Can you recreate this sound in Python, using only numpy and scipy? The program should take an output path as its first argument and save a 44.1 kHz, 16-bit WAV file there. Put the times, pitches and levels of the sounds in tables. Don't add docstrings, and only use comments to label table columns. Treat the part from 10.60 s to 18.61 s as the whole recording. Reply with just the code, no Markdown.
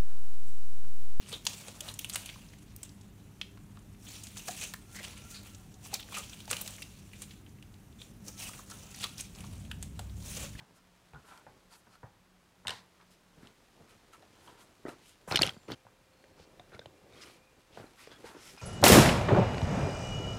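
import sys
import numpy as np
from scipy import signal
from scipy.io import wavfile

SR = 44100
rng = np.random.default_rng(int(sys.argv[2]) if len(sys.argv) > 2 else 0)


def makeup_ratio(level_db):
    decades = np.asarray(level_db, float) / 20
    return 10 ** decades


def master(y):
    cut = np.clip(np.atleast_2d(y).T, -1, 1)
    pcm = np.round(cut * 32767)
    wavfile.write(sys.argv[1], SR, pcm.astype(np.int16))


N = 353373
CUT_S = 5.15


def rms_one(x):
    return x / np.sqrt(np.mean(x ** 2) + 1e-20)


def peak_at(x, db):
    return makeup_ratio(db) * x / np.max(np.abs(x))


def band(x, low_hz, high_hz):
    return signal.sosfilt(signal.butter(2, [low_hz, high_hz], "band", fs=SR, output="sos"), x)


def resonance(x, hz, width_hz):
    r = np.exp(-np.pi * width_hz / SR)
    zeros = np.array([1, 0, -1]) * (1 - r * r) / 2
    poles = [1, -2 * r * np.cos(2 * np.pi * hz / SR), r * r]
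    return signal.lfilter(zeros, poles, x)


def body(x, modes, spread_db=0.0):
    chance = rng.standard_normal(len(modes))
    out = np.zeros(len(x))
    for k, (hz, width_hz, db) in enumerate(modes):
        out += (-1) ** k * makeup_ratio(db + spread_db * chance[k]) * resonance(x, hz, width_hz)
    return out


def near(modes, hz, db_per_octave):
    return [(f, width, db - db_per_octave * abs(np.log2(f / hz))) for f, width, db in modes]


def drift(rate_hz):
    knots = rng.standard_normal(2000)
    return np.interp(np.arange(N) / SR * rate_hz, np.arange(len(knots)), knots)


def contact(t60_s, blow, count):
    decay = makeup_ratio(-60 * np.arange(count) / SR / t60_s)
    chatter = rng.standard_normal(count) * rng.exponential(1, count) * decay
    chatter[0] = blow
    return chatter


def friction(grains_per_s, flicker_db, count):
    slips = rng.random(count) < grains_per_s / SR
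    grains = slips * rng.exponential(1, count) * rng.choice([-1, 1], count)
    flicker = makeup_ratio(flicker_db * drift(40)[:count])
    return (0.85 * rms_one(grains) + rng.standard_normal(count)) * flicker


def add(track, s, piece):
    at = round(s * SR)
    end = min(at + len(piece), round(CUT_S * SR) if s < CUT_S else N)
    track[at:end] += piece[:end - at]


# frequency in Hz, density in dB per Hz.
HISS_SPECTRUM = [(15, -30), (24, -8), (60, -5), (100, -3), (200, -7), (400, -10), (1000, -11), (2000, -16),
                 (4000, -20), (8000, -25), (13000, -30), (15700, -33)]
HISS_DB = -67.5


def air_hiss():
    edges_hz = 20 * 2 ** np.arange(0, 9.8, 1 / 3)
    white = rng.standard_normal((2, N))
    hz, db = np.transpose(HISS_SPECTRUM)
    log_centre = np.log(edges_hz[:-1] * edges_hz[1:]) / 2
    gains = makeup_ratio(np.interp(log_centre, np.log(hz), db))
    hiss = np.zeros(N)
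    for k, gain in enumerate(gains):
        hiss += gain * band(white[k % 2], edges_hz[k], edges_hz[k + 1])
    return makeup_ratio(HISS_DB) * rms_one(hiss)


# start in s, end in s, frequency in Hz, width in Hz, level in dB.
HUMS = [(0, 8.1, 33, 3, -79), (0, 2.85, 181, 9, -73), (5.15, 7.6, 2390, 40, -83),
        (5.15, 7.6, 2730, 60, -85), (5.52, 5.75, 4300, 220, -79), (4.945, 4.958, 7250, 200, -66),
        (4.96, 5.08, 7250, 300, -78), (6.8, 6.92, 2450, 120, -73), (7.508, 7.53, 3350, 220, -61),
        (7.53, 7.56, 3350, 110, -68), (7.56, 7.582, 3350, 200, -62), (7.975, 8.1, 2480, 160, -59)]
# start in s, end in s, frequency in Hz, rms level in dB.
STEADY_WHINE = (5.15, 7.2, 522, -73)


def hums():
    t = np.arange(N) / SR
    out = np.zeros(N)
    for start, end, hz, width_hz, db in HUMS:
        whine = resonance(resonance(rng.standard_normal(N), hz, width_hz), hz, width_hz)
        gate = np.clip(np.minimum(t - start + .004, end - t) / .008, 0, 1)
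        out += makeup_ratio(db) * rms_one(whine) * gate
    start, end, hz, db = STEADY_WHINE
    gate = (t > start) * np.clip((end - t) / .1, 0, 1)
    level = makeup_ratio(db + 3 + 1.5 * drift(3))
    return out + level * np.sin(2 * np.pi * hz * t) * gate


# time in s, activity in dB.
HAND_ACTIVITY = [(0.0, -69), (0.24, -73.5), (0.7, -67), (1.7, -78), (2.15, -69), (2.6, -71), (3.28, -67.5),
                 (3.6, -66.5), (3.88, -68), (4.4, -67.5), (4.7, -69.5), (4.839, -39.5), (4.97, -65.5),
                 (5.3, -73.5), (6.101, -68.5), (6.95, -71), (7.5, -62), (8.01, -61)]
DRAG_DB, DRAG_FOLLOWS, FIDGET_DB = -71, 1, -72


def handling():
    s, db = np.transpose(HAND_ACTIVITY)
    swing_db = np.interp(np.arange(N) / SR, s, db) + 70
    drag = band(friction(270, flicker_db=-4.0, count=N), 48.6, 520)
    fidget = friction(1500, flicker_db=.8, count=N)
    fidget = band(signal.lfilter([1], [1, -.7], fidget), 820, 11400)
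    drag = makeup_ratio(DRAG_DB + DRAG_FOLLOWS * swing_db) * rms_one(drag)
    return drag + makeup_ratio(FIDGET_DB + swing_db) * rms_one(fidget)


# frequency in Hz, width in Hz, level in dB.
DRUM_MODES = [(250, 296, 3.5), (324, 170, 6), (558, 230, -6.5), (811, 82, -10), (900, 130, -9),
              (1350, 52, -0.5), (1580, 71, -3.5), (2190, 270, -12)]
BENCH_MODES = [(58.3, 29, -4.5), (114.4, 29, 7), (154, 31.4, 4.5), (217, 38, -0.5)]
# time in s, peak in dB, strongest ring in Hz, bench thump in relative dB.
FAR_KNOCKS = [(0.004, -50.5, 910, -1), (0.534, -45.5, 855, -0.5), (0.547, -41.5, 1350, -12),
              (0.866, -42, 840, -15), (1.269, -52.5, 966, -5), (1.431, -41, 815, -0.5),
              (2.051, -39, 980, -7.5), (2.081, -30, 1870, -17.5), (2.094, -33, 970, -18),
              (2.107, -37, 970, -19), (2.4, -52, 1500, -17), (2.776, -51, 256, 0.5),
              (2.829, -45.5, 250, -11), (3.201, -54.5, 428, 4), (3.533, -49, 1350, -25),
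              (3.625, -52.5, 747, -15), (3.874, -46, 960, -29)]
FAR_KNOCK_T60_S = 0.17
# the same four, then rattle t60 in s.
NEAR_KNOCKS = [(4.2526, -29, 331, -24, .008), (4.2603, -37, 360, -13.5, .1), (4.269, -34, 400, -30, 0.05),
               (4.283, -34, 310, -15, .04), (4.291, -39, 900, -21, 0.13), (4.327, -46, 350, -12, .08),
               (4.676, -35.5, 485, -7, 0.12), (4.7137, -24.5, 680, -6.5, 0.028),
               (4.725, -24.5, 760, -12.5, .05), (4.744, -25, 300, -7, 0.079),
               (4.7919, -19, 1290, -12, 0.036), (4.812, -27, 750, -18, 0.05),
               (4.8138, -22.5, 304, -12, .04), (4.832, -28, 590, -7, 0.071), (4.871, -36, 300, -1.5, 0.033),
               (4.886, -34, 1200, -11, .05), (4.966, -48, 900, 3.5, 0.043), (5.0857, -35.5, 302, -2.5, .06),
               (5.102, -30, 350, -8, 0.066), (5.113, -31.5, 275, -10, 0.062), (5.13, -42.5, 250, 0, 0.066)]
SHUFFLE_KNOCKS = [(5.251, -52.5, 600, -3, .06), (5.267, -43.5, 900, -23, 0.049),
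                  (5.286, -52.5, 900, -16, .03), (5.639, -51.5, 530, -13, 0.053),
                  (5.798, -51.5, 396, 2, 0.078), (5.996, -39.5, 686, -11, 0.035),
                  (6.122, -49, 385, -4, 0.063), (6.146, -46.5, 306, 2, 0.08), (6.192, -37, 486, -12, .015),
                  (6.2578, -39, 500, -4.5, 0.034), (7.173, -34.5, 636, -8, 0.11),
                  (7.199, -39, 410, -3, 0.081), (7.241, -41, 296, -27, 0.048),
                  (7.473, -40, 420, -26, 0.033), (7.516, -46.5, 450, -14, .04), (7.642, -38, 404, -27, 0.1),
                  (7.749, -42, 328, -15, .05), (7.766, -42, 324, -16, 0.035), (7.976, -45, 900, -26, 0.05)]
# first blow over the chatter, contact softness in Hz, damping of the modes, crack in relative dB.
CONTACTS = [
    (17.2, 1920, 1.1, -7.5),
    (24.6, 2300, 1.94, -21),
    (24.3, 2800, 2, -11),
]


def knocks():
    out = np.zeros(N)
    far = [(*row, FAR_KNOCK_T60_S) for row in FAR_KNOCKS]
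    for rows, (blow, soft_hz, damping, crack_db) in zip((far, NEAR_KNOCKS, SHUFFLE_KNOCKS), CONTACTS):
        soft = signal.butter(4, soft_hz, fs=SR, output="sos")
        held_drum = [(f, damping * width, db) for f, width, db in DRUM_MODES]
        held_bench = [(f, damping * width, db) for f, width, db in BENCH_MODES]
        for s, db, hz, thump_db, t60_s in rows:
            force = signal.sosfilt(soft, contact(t60_s, blow, count=9000))
            push = np.convolve(force, np.hanning(int(SR / hz / 1.5) + 3))[:len(force)]
            push = push * np.std(force) / np.std(push)
            lead = makeup_ratio(7) * resonance(push, hz, hz / 3.0)
            drum = body(force, near(held_drum, hz, db_per_octave=6.5), spread_db=2.5) + lead
            bench = body(force, held_bench, spread_db=2.0)
            crack = band(force, 905, 2700)
            add(out, s, peak_at(drum, db))
            add(out, s, peak_at(bench, db + thump_db))
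            add(out, s, peak_at(crack, db + crack_db))
    return out


RUB_EDGE_DB, RUB_ROUNDNESS = 12.5, 1.93


def rubs(rows, colour, grains_per_s, flicker_db):
    out = np.zeros(N)
    for s, rise_s, fall_s, db, *hz in rows:
        t = np.arange(-rise_s, fall_s, 1 / SR)
        away = np.where(t < 0, -t / rise_s, t / fall_s)
        edges = np.clip((1 - away) / .2, 0, 1)
        swell = edges * makeup_ratio(db - RUB_EDGE_DB * away ** RUB_ROUNDNESS)
        slip = colour(friction(grains_per_s, flicker_db, count=len(t)), *hz)
        add(out, s - rise_s, swell * rms_one(slip))
    return out


# strongest at in s, rise in s, fall in s, level in dB, leading ring in Hz.
WOOD_RUBS = [(0.18, 0.039, 0.044, -71, 1380), (0.69, .04, 0.037, -66, 1380), (0.73, 0.1, 0.11, -57.5, 970),
             (1.13, 0.027, 0.059, -62.5, 930), (1.344, 0.047, 0.047, -64.5, 1350),
             (2.1, .03, .11, -55, 1000), (2.87, 0.1, 0.067, -67.5, 990), (3.3, 0.064, 0.087, -70, 1300),
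             (3.536, 0.0093, 0.044, -57, 1310), (3.89, 0.15, 0.072, -64, 955),
             (4.02, 0.098, 0.033, -62.5, 980), (4.27, 0.019, 0.098, -55.5, 1260),
             (4.682, 0.0073, 0.072, -46.5, 1000), (4.73, 0.031, 0.065, -38.5, 750),
             (4.84, 0.044, .08, -45, 775), (5.1, 0.021, 0.056, -52, 1180), (5.8, 0.066, 0.041, -67, 860),
             (6.126, 0.0092, 0.057, -55, 1410), (6.63, 0.12, 0.12, -62, 1228),
             (7.18, 0.0086, 0.12, -57, 815), (7.4, 0.033, 0.06, -59.5, 1880),
             (7.525, 0.032, .07, -60.5, 1550), (7.68, 0.049, 0.15, -55, 940),
             (7.87, 0.089, 0.05, -61.5, 2020), (7.985, 0.012, 0.023, -60, 900)]


def wood_rubs():
    def wood(x, hz):
        return 1.4 * band(x, 760, 1750) + 3.5 * resonance(x, hz, 104) + 1.7 * body(x, DRUM_MODES[3:])
    return rubs(WOOD_RUBS, wood, 2500, flicker_db=1.2)


# strongest at in s, rise in s, fall in s, level in dB, leading ring in Hz.
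SKIN_RUBS = [(0.17, 0.042, .04, -73, 5000), (0.7, 0.034, 0.069, -65.5, 3100),
             (1.135, 0.034, 0.039, -60.5, 4450), (1.344, 0.051, 0.031, -68, 4300),
             (2.105, 0.035, 0.12, -52.5, 3800), (2.514, 0.01, 0.055, -67.5, 4900),
             (2.85, 0.083, 0.081, -68.5, 2300), (3.306, 0.031, 0.034, -65, 2560),
             (3.536, 0.011, 0.022, -64, 2820), (3.89, 0.18, 0.081, -66.5, 3080),
             (4.02, 0.063, 0.014, -64, 3140), (4.28, 0.028, 0.11, -63, 2100),
             (4.49, 0.11, 0.07, -64.5, 2930), (4.725, 0.028, 0.053, -44.5, 2300),
             (4.84, 0.032, 0.063, -43, 3080), (5.12, 0.044, 0.031, -51, 2900),
             (5.83, 0.078, 0.034, -64.5, 4350), (6.15, 0.02, .02, -67, 3800),
             (6.627, 0.02, 0.023, -51, 4850), (6.64, 0.16, 0.17, -59, 2370),
             (7.17, 0.059, 0.065, -59.5, 2920), (7.424, 0.054, 0.09, -58, 2370),
             (7.53, 0.032, 0.028, -60, 3280), (7.67, 0.032, 0.058, -55, 2040), (7.9, 0.15, 0.07, -56, 5120),
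             (7.985, 0.0091, 0.026, -60, 5000)]


def skin_rubs():
    def skin(x, hz):
        return band(x, 1600, 5300) + 1.3 * resonance(x, hz, 452)
    return rubs(SKIN_RUBS, skin, 2500, flicker_db=1.2)


# strongest at in s, rise in s, fall in s, level in dB.
CLOTH_SWISHES = [(0.17, 0.029, 0.025, -69), (0.69, 0.045, 0.13, -66.5), (1.135, 0.038, 0.086, -64.5),
                 (1.344, 0.06, .03, -73), (2.11, 0.025, 0.13, -69), (2.514, .012, 0.045, -70),
                 (2.85, 0.11, .07, -75), (3.306, 0.026, 0.034, -70), (3.536, 0.016, 0.047, -67.5),
                 (3.88, 0.12, 0.087, -69.5), (4.02, 0.044, 0.043, -65.5), (4.286, 0.013, 0.063, -63),
                 (4.49, .08, 0.067, -66.5), (4.69, 0.017, 0.064, -52.5), (4.83, .05, 0.095, -70),
                 (5.115, 0.038, 0.035, -78), (6.153, .03, .02, -76), (6.66, .14, 0.14, -66.5),
                 (7.18, 0.044, 0.12, -70), (7.424, 0.066, 0.042, -64), (7.68, .04, 0.073, -63),
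                 (7.88, 0.097, 0.11, -60.5), (8.005, 0.017, .02, -66)]


def cloth_swishes():
    def cloth(x):
        return band(x, 5500, 12000) + 0.52 * resonance(x, 8000, 2500)
    return rubs(CLOTH_SWISHES, cloth, 4000, flicker_db=1.2)


# time in s, peak in dB,
# frequency in Hz, ring t60 in s.
PINGS = [(.535, -53, 2400, .004), (0.547, -54, 3400, .004), (.556, -50.5, 1444, 0.11),
         (.776, -58, 3180, .02), (.776, -52, 1390, 0.035), (2.071, -33, 8380, .009),
         (2.0708, -29, 3970, .009), (2.082, -37, 8000, .008), (2.082, -28, 3800, .008),
         (2.106, -28.5, 2980, 0.0088), (4.262, -47, 1940, 0.046), (4.29, -54, 4000, 0.017),
         (4.717, -45, 14000, .004), (4.752, -50, 14300, .004), (4.766, -37, 8960, .004),
         (4.82, -27.5, 11550, 0.0043), (4.855, -28.5, 3050, .018), (4.8655, -37, 11000, 0.0046),
         (4.8936, -27.5, 3120, 0.015), (4.896, -55, 14500, .004), (4.935, -57, 14400, .004),
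         (3.534, -52, 1350, .05), (5.996, -44.5, 700, .04), (4.977, -57, 4800, .01),
         (5.089, -59, 10000, 0.0043), (5.101, -60, 11000, .005), (5.107, -56, 9100, .005),
         (5.113, -49, 14300, .01), (5.122, -42, 4500, .03), (5.136, -45, 3140, 0.033),
         (6.119, -56, 1440, 0.034), (6.135, -55, 1470, .04), (6.135, -55, 3850, .02),
         (6.147, -57, 3950, .015), (6.192, -51, 2200, .01), (6.215, -52, 1540, .04),
         (6.259, -50, 3950, 0.013), (6.535, -57, 3700, .04), (6.575, -53, 3250, 0.037),
         (6.657, -55, 3010, .04), (7.265, -58, 4100, .03), (7.52, -59, 4720, .05), (7.979, -54, 5080, .05)]


def pings():
    out = np.zeros(N)
    for s, db, hz, t60_s in PINGS:
        width_hz = np.log(1000) / np.pi / t60_s
        ring = resonance(contact(0.005, blow=6.6, count=6000), hz, width_hz)
        add(out, s, peak_at(resonance(ring, hz, hz / 3), db))
    return out


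# strongest at in s, rise in s, fall in s, level in dB.
BENCH_DRAGS = [(0.8, 0.12, 0.35, -68), (2.82, 0.07, 0.14, -64.5), (3.26, 0.16, 0.08, -66.5),
               (3.9, 0.16, 0.27, -64), (5.115, 0.043, 0.039, -47.5), (5.93, 0.48, 0.86, -63),
               (6.6, 0.22, 0.25, -59), (7.2, 0.094, 0.15, -57.5), (7.66, 0.11, 0.24, -62.5)]


def bench_drags():
    def bench(x):
        return band(x, 59, 600) + 0.84 * resonance(x, 344, 87)
    return rubs(BENCH_DRAGS, bench, 300, flicker_db=1.5)


# frequency in Hz, width in Hz, level in dB.
CLAMP_MODES = [(2416, 2800, -1.5), (3020, 590, -1.5), (3600, 3100, -12), (4250, 1100, 2), (5000, 400, -1)]
CLAMP_TREBLE_MODES = [(7000, 1170, 0.5), (8630, 920, -1), (11000, 1200, -7.5), (14300, 2400, -24.5)]
# time in s, peak in dB, strongest ring in Hz, treble in relative dB.
SNAPS = [(0.7755, -50.5, 4450, -0.5), (2.0705, -23.5, 3020, -10), (2.0805, -24, 2900, -5),
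         (2.0936, -25.5, 2900, -11), (2.1057, -29, 4430, -7), (2.412, -53, 2160, -25),
         (2.8714, -43, 2980, -12), (3.534, -52, 2050, -2), (3.6237, -56, 3620, -8),
         (3.8774, -48, 3200, -16), (4.2834, -43.5, 1820, -18), (4.291, -46, 2730, -4),
         (4.4934, -50, 3060, 5), (5.6409, -49.5, 1700, -25), (5.9963, -46, 3600, -31),
         (6.1475, -46.5, 2190, -13), (6.193, -37.5, 3600, -26), (6.2582, -42, 3070, -14),
         (7.4729, -50, 5200, -10), (7.9793, -48, 2440, -16), (7.9994, -55, 2440, -8)]
CLATTER = [(4.7115, -25, 1920, -16), (4.7225, -19.5, 4250, -18), (4.7445, -31, 3660, -24),
           (4.748, -24.5, 3160, -18), (4.7578, -9.5, 3090, -18), (4.7605, -14.5, 3100, -6.5),
           (4.7665, -24.5, 5120, -13), (4.7722, -16, 3080, -31), (4.7805, -26.5, 4280, -18),
           (4.7908, -20.5, 4200, -27.5), (4.8145, -20, 2400, -15), (4.8198, -10, 4450, -5.5),
           (4.8305, -13, 2800, -10.5), (4.8335, -12, 2900, -18.5), (4.8444, -34, 2550, -22),
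           (4.8552, -44, 3000, -30), (4.8658, -25.5, 3160, -6.5), (4.8745, -22, 2870, -15),
           (4.8926, -26, 3080, -32), (4.9355, -49, 3290, -5), (5.1135, -49.5, 5000, -5),
           (5.119, -29.5, 3400, -14),
           (4.7145, -33, 4270, -14), (4.7625, -25, 4360, -20), (4.776, -32, 3200, -25),
           (4.792, -22, 3770, -22), (4.8178, -22, 4500, -7), (4.881, -34, 2900, -22),
           (4.908, -47, 3200, -20), (5.083, -44.5, 2200, -15), (5.127, -47, 4500, -12)]
SNAP_T60_S, CLATTER_T60_S = 0.016, .009


def snaps():
    out = np.zeros(N)
    for rows, t60_s in ((SNAPS, SNAP_T60_S), (CLATTER, CLATTER_T60_S)):
        for s, db, hz, treble_db in rows:
            force = contact(t60_s, blow=5.8, count=4000)
            frame = body(force, near(CLAMP_MODES, hz, db_per_octave=6.0), spread_db=1.5)
            frame = frame + makeup_ratio(7) * resonance(force, hz, 420)
            frame = band(frame, 1800, 5480)
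            treble = band(body(force, CLAMP_TREBLE_MODES, spread_db=2.5), 5500, 15500)
            add(out, s, peak_at(frame, db) + peak_at(treble, db + treble_db))
    return out


SHOP_T60_S, SHOP_DULL_HZ = 0.53, 5000


def workshop(x):
    t = np.arange(SR) / SR
    edges_hz = 40 * 2. ** np.arange(0, 9.1)
    white = rng.standard_normal(SR)
    tail = np.zeros(SR)
    for low, high in zip(edges_hz, edges_hz[1:]):
        faster = 1 + np.sqrt(low * high) / SHOP_DULL_HZ
        tail += band(white, low, high) * makeup_ratio(-60 * t * faster / SHOP_T60_S)
    return signal.fftconvolve(x, makeup_ratio(-21) * tail * np.clip(t / .012, 0, 1))[:N]


# start in s, room in dB relative to the direct sound.
DISTANCE = [
    (0, -14.5),
    (4.6, -28),
    (5.149, -20),
]


def scene():
    t = np.arange(N) / SR
    hits = snaps() + pings() + knocks()
    since_s, room_db = np.transpose(DISTANCE)
    sent = hits * makeup_ratio(room_db[np.searchsorted(since_s, t, side="right") - 1])
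    before = t < CUT_S
    chop = np.clip((CUT_S - t) / 0.0025, 0, 1)
    clamping = (hits * before + workshop(sent * before)) * chop
    shuffling = hits * ~before + workshop(sent * ~before)
    rubbing = handling() + bench_drags() + wood_rubs() + skin_rubs() + cloth_swishes()
    return (clamping + shuffling + rubbing + air_hiss() + hums())[None]


def roll_off(x):
    return signal.sosfilt(signal.butter(12, 16180, fs=SR, output="sos"), x)


def record(dry):
    peaks_rounded = .5 * np.tanh(dry / .5)
    top_cut = signal.cheby2(14, 50, 16400, fs=SR, output="sos")
    mix = signal.sosfilt(top_cut, peaks_rounded)
    return roll_off(mix)


dry = scene()
out = record(dry)
master(out)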